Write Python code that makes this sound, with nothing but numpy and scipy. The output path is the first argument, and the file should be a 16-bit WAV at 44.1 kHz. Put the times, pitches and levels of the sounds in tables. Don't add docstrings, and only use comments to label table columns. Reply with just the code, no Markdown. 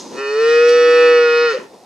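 import sys
import numpy as np
from scipy import signal
from scipy.fft import rfft, irfft
from scipy.io import wavfile
from scipy.ndimage import uniform_filter1d

SR = 44100
rng = np.random.default_rng(int(sys.argv[2]) if len(sys.argv) > 2 else 0)


def pcm_store(signal):
    levels = np.round(np.clip(np.atleast_2d(signal), -1, 1) * 32767)
    wavfile.write(sys.argv[1], SR, levels.astype(np.int16).T)


N = 81585

# f/Hz, relative level/dB
YARD_SPECTRUM = [(30, -33.5), (70, -25), (200, -7), (400, -2), (850, -5), (1500, -25), (3000, -25.5),
                 (5500, -21.5), (9000, -28.5), (14000, -30)]
# t/s, Gaussian width/s, level/dB
RUSTLES = [(.01, 0.023, -38), (0.057, 0.018, -37), (0.147, 0.037, -31.5), (1.595, 0.01, -39),
           (1.637, 0.023, -37.5), (1.742, 0.012, -42)]
# f/Hz, bandwidth/Hz, relative level/dB
BEDDING_BANDS = [(236, 132, -0.5), (357, 218, 4), (950, 230, -2.5), (1490, 5100, -24)]
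SCUFF_BANDS = [(4420, 3000, 14.5), (7800, 1800, -5), (11300, 1200, -9)]
NOSE_BANDS = [(1900, 7500, -13), (4070, 2900, -6.5), (5040, 180, 5.5), (6210, 1400, 2)]
# t/s, level/dB
HISS_ENVELOPE = [(0, -35), (.03, -42), (.08, -46), (.19, -49.5), (.26, -81), (1.43, -67), (1.51, -41.5),
                 (1.57, -49.5), (1.65, -57), (1.68, -80)]
# t/s, fundamental f/Hz, then source level/dB of throat, mouth and treble
CALL = [(.11, 121, -49, -61, -58), (.155, 123.6, -38, -45.5, -48.5), (.185, 134.4, -28, -29.5, -38.5),
        (.22, 137.4, -25, -28.5, -43), (.294, 140.1, -22.5, -28.5, -37), (.346, 143.6, -19, -30.5, -37.5),
        (.412, 150.9, -15, -25, -35), (.498, 155.6, -12.5, -22.5, -31.5), (.582, 157.5, -10.5, -21, -33),
        (.72, 160.7, -10.5, -23.5, -31.5), (.934, 161.2, -10.5, -20, -31), (1.048, 161.6, -10, -19, -31),
        (1.19, 159.8, -10.5, -20.5, -33), (1.296, 157.8, -15, -20.5, -32), (1.378, 158, -14, -21, -30),
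        (1.452, 158.9, -15, -21, -32), (1.5, 153.1, -19.5, -20, -33), (1.53, 140.3, -25, -26.5, -38),
        (1.56, 130, -31.5, -35, -49.5), (1.62, 120.1, -41, -47, -73), (1.68, 117.8, -68, -66, -73)]
# t/s, pitch scatter/1, relative air level/dB
HUSKINESS = [(.12, .05, 0), (.185, .007, -16), (.28, .002, -23), (.36, .004, -16), (.45, .002, -22),
             (1.44, .002, -22), (1.51, .006, -18), (1.545, .05, -2), (1.62, .08, 4)]
# f/Hz, relative level/dB
THROAT_RESPONSE = [(160, -62.5), (320, -28.5), (400, -8.5), (475, 0), (560, -22.5), (630, -35.5),
                   (900, -56)]
VOWEL_TIMES = [.26, .6, 1.039, 1.39]
# f/Hz, bandwidth/Hz, relative level/dB for each vowel
MOUTH_FORMANTS = [(820, 110, -10.5, -18, -14.5, -12.5), (1080, 460, -6, -24.5, -15, -6),
                  (1337.7, 178, 2, 3.5, 1, 4), (1833, 172, 1.5, 2, 1, 5), (2244, 60, -23.5, -6.5, -15, -1),
                  (2526, 145, 1, -1, 0, 1), (2928, 124, -6.5, -7.5, -11.5, -2.5)]
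TREBLE_FORMANTS = [(3368, 270, -19, -1, 1, -3), (3762, 250, -2.5, -1.5, 0, 3.5),
                   (4323, 206, 0, -3.5, 1, 5.5), (4724, 173, -7, 1, 3, -4),
                   (5037, 185, -1.5, -0.5, -6, 5.5), (5583, 287, -3, 1, -0.5, -1),
                   (6530, 1170, -13.5, -16, -17, -19), (8160, 1500, -22.5, -24, -22.5, -28),
                   (11050, 1600, -42.5, -40.5, -42, -50)]
# t/s, lift/dB
NASAL_LIFT = [(.29, 1), (.35, -9), (.44, -1), (.54, -5), (.64, 4), (.77, 0)]
# t/s, lift/dB
CLOSING_LIFT = [(1.14, 0.5), (1.25, 7), (1.45, 3), (1.51, 15), (1.535, 1.5)]
# t/s, f/Hz, lift/dB
WHISTLE_LIFT = [(.19, 4500, 0), (.26, 4410, 11.5), (.38, 4395, 11.5), (.44, 4040, 14), (.78, 4140, 4.5)]
# t/s, Gaussian width/s, f/Hz, level/dB
FLAPS = [(1.552, 0.011, 514.7, -20), (1.576, 0.0029, 514, -19.5)]
# f/Hz, level/dB
PORT_LEVEL = [(200, 0.2), (480, 0.5), (1300, 2.5), (2300, -2.5), (4300, 1), (7000, -6.5), (10000, -1.5)]
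# f/Hz, phase/rad
PORT_LEAD = [(300, -0.19), (480, 0.19), (950, 0.52), (1460, -0.96), (2240, 0.84), (3360, -0.55),
             (4200, -1.1), (4900, -1.05), (5860, -2), (7000, -0.91)]
# f/Hz, level/dB
MIC_RESPONSE = [(9500, 1), (12000, -5), (15000, -10.5)]

TIME = np.arange(N) / SR
FREQS = np.arange(N // 2 + 1) * SR / N


def undb(db):
    return 10 ** (np.asarray(db) / 20)


def curve(table, column=1):
    rows = np.array(table)
    return np.interp(TIME, rows[:, 0], rows[:, column])


def swell(at, width):
    return np.exp(-.5 * ((TIME - at) / width) ** 2)


def spectrum(points):
    rows = np.array(points)
    return np.interp(np.log1p(FREQS), np.log1p(np.abs(rows[:, 0])), rows[:, 1])


def resonances(bands):
    f = FREQS + 1
    peaks = [undb(db) / (1 + ((f * f - hz * hz) / (f * width)) ** 2) for hz, width, db in bands]
    gain = np.sqrt(sum(peak ** 2 for peak in peaks))
    cepstrum = irfft(np.log(gain), N)
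    cepstrum[1:N // 2] *= 2
    cepstrum[N // 2:] = 0
    return np.exp(rfft(cepstrum))


def noise(response):
    x = irfft(rfft(rng.standard_normal(N)) * response, N)
    return x / x.std()


def stereo_noise(response, side=.28):
    return noise(response) + side * noise(response) * np.array([[1], [-1]])


def wander(samples):
    steps = np.repeat(rng.standard_normal(N // samples + 1), samples)
    return uniform_filter1d(steps, samples)[:N]


def yard(level_db=-46.5):
    return undb(level_db) * stereo_noise(undb(spectrum(YARD_SPECTRUM)))


def hutch_echo(call, t60_s=.32, treble_db=-8):
    tail = rng.standard_normal((2, N // 2)) * undb(-60 * TIME[:N // 2] / t60_s)
    tail = undb(treble_db) * tail / np.sqrt(np.sum(tail ** 2, axis=1, keepdims=True))
    bass_cut = undb(spectrum([(500, -7), (2240, 0)]))
    bright = irfft(rfft(call) * bass_cut, N)
    return signal.fftconvolve(bright[None], tail, axes=1)[:, :N]


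def bedding():
    envelope = sum(undb(db) * swell(at, width) for at, width, db in RUSTLES)
    return envelope * stereo_noise(resonances(BEDDING_BANDS))


def hoof_scuff(peak_s=.69, attack_s=.008, decay_s=.028, level_db=-32):
    t = TIME - peak_s
    envelope = np.exp(np.minimum(t / attack_s, -t / decay_s))
    grit = np.exp(.5 * wander(samples=40))
    return undb(level_db) * envelope * grit * stereo_noise(resonances(SCUFF_BANDS))


def nose_hiss():
    return undb(curve(HISS_ENVELOPE)) * stereo_noise(resonances(NOSE_BANDS))


def slack_flaps():
    return sum(undb(db) * swell(at, width) * np.sqrt(2) * np.cos(2 * np.pi * hz * (TIME - at))
               for at, width, hz, db in FLAPS)


def harmonics(cycles, pitch, shapes, shares, phasors, count, lifts=(), rasp=0, lift_width_hz=65):
    out, power, wave = 0, 0, 1
    fundamental = np.exp(2j * np.pi * cycles)
    for k in range(1, count + 1):
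        wave = wave * fundamental
        bin_index = np.minimum(k * pitch * N / SR, N // 2).astype(int)
        gain = sum(share * shape[bin_index] for share, shape in zip(shares, shapes))
        for centre_hz, db in lifts:
            gain = gain * undb(db * np.exp(-.5 * ((k * pitch - centre_hz) / lift_width_hz) ** 2))
        flutter = 1
        if rasp:
            depth = rasp * k / count
            flutter = (1 + depth * (wander(samples=900) + 1j * wander(samples=900))) / np.hypot(1, depth)
        out = out + gain * (phasors[bin_index] * wave * flutter).real
        power = power + gain ** 2 / 2
    return out / np.sqrt(power)


def throat(cycles, pitch, air_db=-30):
    air = noise(resonances([(353, 320, 0)]))
    shape = undb(spectrum(THROAT_RESPONSE))
    pulses = harmonics(cycles, pitch, [shape], shares=[1], phasors=np.ones(len(shape)), count=8)
    return pulses + undb(air_db) * air


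def vowels(formants, cycles, pitch, air, lifts, count, rasp=0):
    shapes = [resonances([(hz, width, levels[k]) for hz, width, *levels in formants])
              for k in range(len(VOWEL_TIMES))]
    shares = [curve(list(zip(VOWEL_TIMES, pick))) for pick in np.eye(len(VOWEL_TIMES))]
    delay_s_per_hz, bottom_hz, top_hz = 9e-7, 3000, 6500
    dispersion = np.pi * delay_s_per_hz * (top_hz - np.clip(FREQS, bottom_hz, top_hz)) ** 2
    phasors = np.exp(1j * (np.angle(sum(shapes)) + dispersion))
    pulses = harmonics(cycles, pitch, np.abs(shapes), shares, phasors, count, lifts, rasp)
    breath = sum(np.sqrt(share) * noise(shape) for share, shape in zip(shares, shapes))
    return pulses + air * breath


def moo(air_db=-4.5, treble_air_db=11.5, mouth_lag_s=.0025, nasal_hz=2624, closing_hz=1422, chest_hz=233):
    pitch = curve(CALL)
    jitter = curve(HUSKINESS) * wander(samples=200)
    cycles = np.cumsum(pitch * (1 + jitter)) / SR
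    puffs = np.exp(np.sin(2 * np.pi * cycles))
    air = undb(curve(HUSKINESS, column=2) + air_db) * puffs / np.sqrt(np.mean(puffs ** 2))
    mouth_lifts = [(nasal_hz, curve(NASAL_LIFT)), (closing_hz, curve(CLOSING_LIFT))]
    whistle = [(curve(WHISTLE_LIFT), curve(WHISTLE_LIFT, column=2))]
    low = throat(cycles, pitch)
    mid = vowels(MOUTH_FORMANTS, cycles - mouth_lag_s * pitch, pitch, air, mouth_lifts, count=28)
    high = vowels(TREBLE_FORMANTS, cycles, pitch, undb(treble_air_db) * air, whistle, count=80, rasp=.6)
    call = sum(band * undb(curve(CALL, column)) for column, band in enumerate([low, mid, high], start=2))
    radiation = signal.butter(4, chest_hz, "high", fs=SR, output="sos")
    return signal.sosfilt(radiation, call + slack_flaps())


def scene():
    call = moo()
    left = undb(spectrum(PORT_LEVEL) / 2) * np.exp(.5j * spectrum(PORT_LEAD))
    direct = irfft(rfft(call) * np.array([left, 1 / left]), N)
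    return direct + hutch_echo(call) + nose_hiss() + hoof_scuff() + bedding() + yard()


def record(dry):
    dulled = irfft(rfft(dry) * undb(spectrum(MIC_RESPONSE)), N)
    return signal.sosfilt(signal.ellip(8, .2, 70, 15000, fs=SR, output="sos"), dulled)


dry = scene()
out = record(dry)
pcm_store(out)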